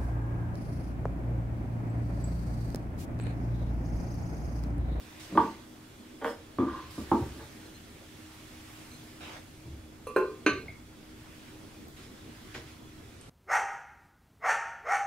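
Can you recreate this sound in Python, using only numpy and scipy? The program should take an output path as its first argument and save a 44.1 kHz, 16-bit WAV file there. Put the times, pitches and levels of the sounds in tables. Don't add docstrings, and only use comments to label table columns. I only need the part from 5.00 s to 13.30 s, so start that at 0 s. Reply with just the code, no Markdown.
import sys
import numpy as np
from scipy import signal
from scipy.fft import rfft, irfft, next_fast_len
from scipy.io import wavfile
from scipy.ndimage import uniform_filter1d, map_coordinates

SR = 44100
rng = np.random.default_rng(int(sys.argv[2]) if len(sys.argv) > 2 else 0)


def pcm_store(signal):
    levels = np.round(np.clip(np.atleast_2d(signal), -1, 1) * 32767)
    wavfile.write(sys.argv[1], SR, levels.astype(np.int16).T)


N = 365853

# (time [s], swish level [dB], hiss level [dB])
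SWISH_HISS_LEVELS = [(0.0, -55, -60.5), (0.44, -49.5, -68.5), (0.69, -59, -63), (1.59, -57.5, -65.5),
                     (1.78, -52.5, -85), (2.12, -51, -58), (2.89, -56.5, -62.5), (3.81, -53, -58.5),
                     (4.94, -60.5, -65.5), (5.38, -58.5, -64.5), (5.96, -59.5, -65.5), (6.38, -55.5, -62.5),
                     (6.96, -58.5, -63), (7.56, -53, -64), (7.81, -58.5, -65), (8.3, -57.5, -63.5)]
# (frequency [Hz], level [dB])
SWISH_COLOUR = [(210, -47.5), (420, -6.5), (850, -2), (1500, -1), (2200, -1.5), (3400, -4), (4500, -6.5),
                (7200, -13), (11500, -17), (16000, -19.5)]
# (frequency [Hz], level [dB])
HISS_COLOUR = [(2500, -27.5), (5000, -5), (8000, -4), (12000, -7.5), (15700, -11)]
# (time [s], level [dB])
RUMBLE_LEVELS = [(0.0, -57), (0.51, -55), (0.92, -58), (1.22, -59), (2.12, -50.5), (2.84, -55.5),
                 (5.48, -54), (5.66, -48), (5.84, -54.5), (7.09, -54), (7.97, -54), (8.3, -53)]
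# (frequency [Hz], level [dB])
RUMBLE_COLOUR = [(13, -27), (22, -9), (59, -7), (92, -0.5), (124, -7.5), (148, -3.5), (177, -20.5),
                 (210, -14.5), (270, -58.5), (460, -120)]
# (frequency [Hz], level [dB])
DRONE_COLOUR = [(110, -44), (180, -11), (233, -0.5), (286, -6), (312, -6), (338, -8.5), (393, -5.5),
                (422, -12), (490, -12), (1500, -26), (1950, -76), (3300, -120)]
# (frequency [Hz], waver width [Hz], level [dB], steady part over wavering part [ratio])
HUM_TONES = [(244, 6.6, -65.5, 0.69), (312.3, 9.4, -58, 2.3), (395.5, 2.2, -73, 0.24), (3407, 38, -74, .1)]
# (time [s], hold [s], level [dB], centre [Hz], width [Hz])
BRUSHES_AND_SQUEAK = [(0.193, 0.05, -50, 3000, 8000), (1.235, 0.07, -54.5, 5000, 14000),
                      (1.255, 0.04, -55.5, 5170, 300), (1.583, 0.014, -55, 2400, 2000),
                      (1.901, 0.12, -54.5, 5870, 14000), (4.203, 0.16, -47, 860, 2840),
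                      (6.962, 0.076, -54.5, 2000, 4950), (7.539, 0.018, -43.5, 1940, 2500),
                      (7.663, 0.054, -55.5, 1960, 4000)]
# (time [s], level [dB], boost per higher group [dB], shudder fade time [s], place, stroke)
WOOD_KNOCKS = [(0.298, -32.5, -2.5, 0.39, "hollow", "drag"), (.352, -22.5, 0.5, 0.1, "hollow", "tap"),
               (0.3744, -12.5, 0.5, 0.063, "shelf", "tap"), (1.214, -35.5, -0.5, 0.061, "frame", "drag"),
               (1.245, -26.5, 1.5, 0.12, "frame", "tap"), (1.585, -16.5, 1.5, .2, "hollow", "tap"),
               (1.65, -49.5, 4.15, 0.42, "rail", "drag"), (1.979, -29, -0.8, 0.055, "hollow", "tap"),
               (2.115, -15, -3, 0.078, "shelf", "tap"), (2.208, -32, -3, 0.053, "floor", "drag"),
               (2.356, -42.5, -2, 0.065, "hollow", "drag"), (2.395, -46.5, 0.1, 0.07, "frame", "drag"),
               (2.64, -58, -9, 0.067, "frame", "drag"), (3.0, -60, -7, 0.13, "frame", "drag"),
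               (4.655, -46, -3.5, 0.14, "floor", "tap"), (4.71, -51, -6.1, 0.07, "floor", "tap"),
               (5.5, -46, -5.3, 0.17, "floor", "drag"), (7.543, -33, 3, 0.071, "floor", "drag")]
# (frequency [Hz], width [Hz], level [dB])
BOARD_GROUPS = [
    [(70, 3.3, 2.5), (134, 73, -9.5)],
    [(200, 47, -10), (253.2, 33, -4.5), (330.5, 31, 0.5)],
    [(453, 26, 10), (569, 80, 2.5), (788, 110, 0.5)],
    [(863, 105, -1), (939, 91, 0)],
    [(1029, 62, -6.5), (1174, 61, -6.5)],
    [(1468, 133, 19), (1845, 410, 9), (3230, 440, 2.5)],
]
PLACE_LEVELS = {"floor": (-4.4, -6, -8, -21, -21, -20), "hollow": (-12, -1.6, -11, -24.5, -12, -24.5),
                "shelf": (-24, -6.5, -12, 0.1, -1.5, -12.5), "frame": (-27, -5, 1.3, -5.5, -5, -2),
                "rail": (-18, -22, 1, 0, 6.5, -5)}
STROKE_SHAPES = {"tap": (-22.5, .06), "drag": (0.1, 0.24)}
# (time [s], strength [dB], grit [dB], share of the free fade time [ratio], spot)
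LID_CONTACTS = [(2.657, -61, -31, 0.64, "fingertip"), (2.745, -60, -35, .56, "fingertip"),
                (3.915, -55.5, -31, 0.57, "fingertip"), (5.069, -35.5, -7, 0.67, "edge"),
                (5.162, -20.5, -23, 0.69, "side"), (5.463, -21.5, 0, 0.3, "seated"),
                (5.682, -48.5, -13, 0.17, "knob")]
# (frequency [Hz], fade time [s], then a level [dB] for each spot)
CLAY_TONES = [(312, 0.11, -33, -39, 14.5, -45, -48), (377.6, 0.3, -24, 2.5, 4.5, -45, -36),
              (425.6, 0.35, -2, 7, -4, -45, -39), (485, 0.098, 8, 5.5, -5, -45, -42),
              (566, 0.42, -28, -14, -10.5, -45, -40), (723, 0.055, -28, -8, -3, -45, -40),
              (863, 0.083, -26, -5, -11, -45, -40), (1027, 0.5, -5, -10.5, -6, -35, -40),
              (1057, 0.49, -31, -4.5, -31, -35, -40), (1152, 0.53, -3, -20, -5, -35, -54),
              (1204, 0.69, -23, -22, -10, -45, -41), (1440, 0.14, -33, -2, -10, -45, -40),
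              (1540, 0.14, -27, -5, 7, -45, -40), (1816, 0.17, -36, -28, -7, -45, -13),
              (2150, 0.26, -34, -35, -35, -45, 12.5), (2186, 0.27, -44, -31, -3.5, -43, 6),
              (2435, 0.27, -20, -15, -0.5, -12, -24), (2520, 0.14, -24, -20, -2, -24, -30),
              (2678, 0.42, -16, -21.5, -5, -9, -22), (2970, 0.59, -39, -51, -12.5, -32, -24),
              (3730, 0.34, -38, -55, -15, -34, -35), (4137, 0.13, -19, -21, -5, 7, -32),
              (4630, 0.27, -39, -40, -17, -32, -32), (6180, 0.31, -24, -37, -13, -2, -35),
              (6750, 0.073, -26, -36, -13.5, -32, -35), (8410, 0.058, -14, -20.5, -19, 5, -45),
              (9060, .3, -45, -36, -54, -32, -45), (10150, 0.085, -10, -27, -17, -32, -45),
              (10850, 0.07, -10, -34, -26, -32, -45), (12290, 0.06, -13, -21, -34, -32, -45)]
CLAY_SPOTS = ["edge", "side", "seated", "fingertip", "knob"]
# (time [s], level [dB], frequency [Hz])
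TINY_TICKS = [(6.884, -32, 14200), (8.213, -34, 8500)]
# (frequency [Hz], fade time [s])
ROOM_FADE = [(80, 0.14), (300, 0.42), (1000, 0.26), (4000, 0.4), (12000, 0.16)]
# (frequency [Hz], likeness [0 to 1])
NOISE_LIKENESS = [(60, 1), (150, 0.94), (380, 0.59), (950, 0.1), (2380, 0.33), (5980, 0.17), (15000, 0.12)]
# (frequency [Hz], likeness [0 to 1])
ECHO_LIKENESS = [(80, 1), (400, 0.97), (1000, 0.8), (4000, 0.58), (12000, .3)]
# (frequency [Hz], left minus right [dB])
BALANCE = [(60, 0), (500, -0.3), (1200, -2), (2500, -2), (5000, -2.5), (15000, -2)]

DRONE_DB, DRONE_WAVER_DB = -55.5, 1
BRUSH_RISE_S, BRUSH_FADE_S = 0.0076, 0.25
HUM_STOP_S = 8.15
TOP_HZ, LATE_TOP_HZ = 15760, 12500


def amp(db):
    return 10 ** (np.asarray(db) / 20)


def unit(x):
    return x / np.sqrt(np.mean(x ** 2) + 1e-20)


def along(points, hz):
    f, v = np.transpose(points)
    return np.interp(np.log(hz + 1), np.log(f + 1), v)


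def curves(rows):
    times, *columns = np.transpose(rows)
    return [np.interp(np.arange(N) / SR, times, column) for column in columns]


def wobble(rate):
    return map_coordinates(rng.standard_normal(int(N * rate / SR) + 4), [np.arange(N) * rate / SR])


def filtered(x, response):
    size = next_fast_len(x.shape[-1] + SR // 2)
    return irfft(rfft(x, size) * response(np.fft.rfftfreq(size, 1 / SR)), size)[..., :x.shape[-1]]


def resonances(tones, f):
    return sum((-1) ** k * amp(db) * 1j * f * width / (hz * hz - f * f + 1j * f * width)
               for k, (hz, width, db) in enumerate(tones))


def stereo_pair(spectra, hz, likeness):
    turn = np.arccos(np.clip(along(likeness, hz), 0, 1))[:, None] / 2
    mid, side = np.cos(turn) * spectra[0], np.sin(turn) * spectra[1]
    return np.array([mid + side, mid - side])


def rush(gain, patchy_db, size=N):
    hz, _, spectra = signal.stft(rng.standard_normal((2, size)), SR, nperseg=2048, noverlap=1536)
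    patches = uniform_filter1d(rng.standard_normal(spectra.shape[1:]), size=24, axis=0)
    patches = unit(uniform_filter1d(patches, size=5, axis=1))
    spectra = stereo_pair(spectra, hz, NOISE_LIKENESS) * amp(patchy_db * patches) * gain(hz)[:, None]
    return unit(signal.istft(spectra, nperseg=2048, noverlap=1536)[1][:, :size])


def add_in_room(out, start, hit, echo_db):
    hz, t, spectra = signal.stft(rng.standard_normal((2, len(hit))), SR, nperseg=256)
    fade = amp(-60 * t / along(ROOM_FADE, hz)[:, None])
    tail = signal.istft(stereo_pair(spectra, hz, ECHO_LIKENESS) * fade, nperseg=256)[1][:, :len(hit)]
    tail[:, :round(.004 * SR)] = 0
    echoes = signal.fftconvolve(hit[None], tail / np.linalg.norm(tail[0]), axes=1)[:, :len(hit)]
    heard = hit + amp(echo_db) * echoes
    part = out[:, round(start * SR):][:, :len(hit)]
    part += heard[:, :part.shape[1]]


def sleeves_and_hiss():
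    swish_db, hiss_db = curves(SWISH_HISS_LEVELS)
    swish = amp(swish_db) * rush(lambda hz: amp(along(SWISH_COLOUR, hz)), patchy_db=1.5)
    hiss = amp(hiss_db) * rush(lambda hz: amp(along(HISS_COLOUR, hz)), patchy_db=1.0)
    return swish + hiss


def rumble_and_hum():
    rumble_db, = curves(RUMBLE_LEVELS)
    out = amp(rumble_db) * rush(lambda hz: amp(along(RUMBLE_COLOUR, hz)), patchy_db=-0.5)
    drone_db = DRONE_DB + DRONE_WAVER_DB * wobble(rate=2.538)
    out += amp(drone_db) * rush(lambda hz: amp(along(DRONE_COLOUR, hz)), patchy_db=2.2)
    t = np.arange(N) / SR
    running = np.clip((HUM_STOP_S - t) / 0.023, 0, 1)
    for hz, width_hz, db, steady in HUM_TONES:
        waver = unit(filtered(rng.standard_normal(N), lambda f: resonances([(hz, width_hz, 0)], f) ** 2))
        out += amp(db) * running * unit(waver + steady * np.sqrt(2) * np.sin(2 * np.pi * hz * t))
    return out


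def brushes_and_squeak():
    out, t = np.zeros((2, N)), np.arange(SR // 2) / SR
    for start, hold, db, hz, width_hz in BRUSHES_AND_SQUEAK:
        rise = np.clip(t / BRUSH_RISE_S, 0, 1)
        fade = amp(db - 60 * np.clip(t - BRUSH_RISE_S - hold, 0, None) / BRUSH_FADE_S)
        band = rush(lambda f: np.abs(resonances([(hz, width_hz, 0)], f)) ** 2,
                    patchy_db=-2.5, size=len(t))
        out[:, round(start * SR):][:, :len(t)] += rise * fade * band
    return out


def blow(t, shudder_db, rise, t60):
    swell = 1 - np.exp(-t / max(rise, .001))
    force = amp(shudder_db - 60 * t / max(t60, .005)) * swell * rng.standard_normal(len(t))
    force[0] = 1
    return force


def board(tones, t):
    middle = np.sqrt(tones[0][0] * tones[-1][0])
    band = [(middle, 1.19 * middle, 0)]
    push = 1. * (t == 0)
    return filtered(push, lambda f: resonances(tones, f) * resonances(band, f) ** 2)


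def knocks():
    out, t = np.zeros((2, N)), np.arange(SR // 2) / SR
    groups = np.array([board(tones, t) for tones in BOARD_GROUPS])
    steps = np.arange(len(groups)) - (len(groups) - 1) / 2
    for start, db, bright_db, t60, place, stroke in WOOD_KNOCKS:
        shudder_db, rise_share = STROKE_SHAPES[stroke]
        force = blow(t, shudder_db, rise_share * t60, t60)
        rings = signal.fftconvolve(groups, force[None], axes=1)[:, :len(t)]
        peaks = amp(db + np.array(PLACE_LEVELS[place]) + bright_db * steps)
        gains = peaks / np.abs(rings).max(axis=1)
        add_in_room(out, start, gains @ rings, echo_db=-1.5)
    return out


def lid():
    out, t = np.zeros((2, N)), np.arange(SR // 2) / SR
    hz, free_t60, *spots_db = np.transpose(CLAY_TONES)
    for start, db, grit_db, share, spot in LID_CONTACTS:
        held_t60 = np.maximum(share * free_t60, .005)[:, None]
        tones = amp(-60 * t / held_t60) * np.sin(2 * np.pi * hz[:, None] * t)
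        ring = amp(spots_db[CLAY_SPOTS.index(spot)]) @ tones
        force = blow(t, shudder_db=-32.0, rise=0.0094, t60=0.084)
        onset = 1 - np.exp(-t / 0.00078)
        chatter = onset * signal.fftconvolve(ring, force)[:len(t)]
        grit = amp(grit_db - 60 * t / 0.089) * rng.standard_normal(len(t))
        crack = filtered(grit, lambda f: resonances([(1510, 1400, 0)], f) ** 2)
        touch = filtered(chatter + crack, lambda f: (1j * f / (220 + 1j * f)) ** 3)
        add_in_room(out, start, amp(db) * touch, echo_db=-3)
    return out


def ticks():
    out, t = np.zeros((2, N)), np.arange(SR // 4) / SR
    for start, db, hz in TINY_TICKS:
        click = amp(db - 60 * t / .0025) * np.sin(2 * np.pi * hz * t)
        add_in_room(out, start, click, echo_db=-4)
    return out


def scene():
    mix = knocks() + lid() + sleeves_and_hiss() + brushes_and_squeak() + rumble_and_hum() + ticks()
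    side, lead_s = np.array([[.5], [-.5]]), 3.5e-5
    return filtered(mix, lambda f: amp(side * along(BALANCE, f)) * np.exp(2j * np.pi * side * f * lead_s))


def record(dry):
    late = np.clip((np.arange(N) / SR - HUM_STOP_S) / .03, 0, 1)
    duller = filtered(dry, lambda hz: hz < LATE_TOP_HZ)
    return filtered((1 - late) * dry + late * duller, lambda hz: hz < TOP_HZ)


dry = scene()
out = record(dry)
pcm_store(out)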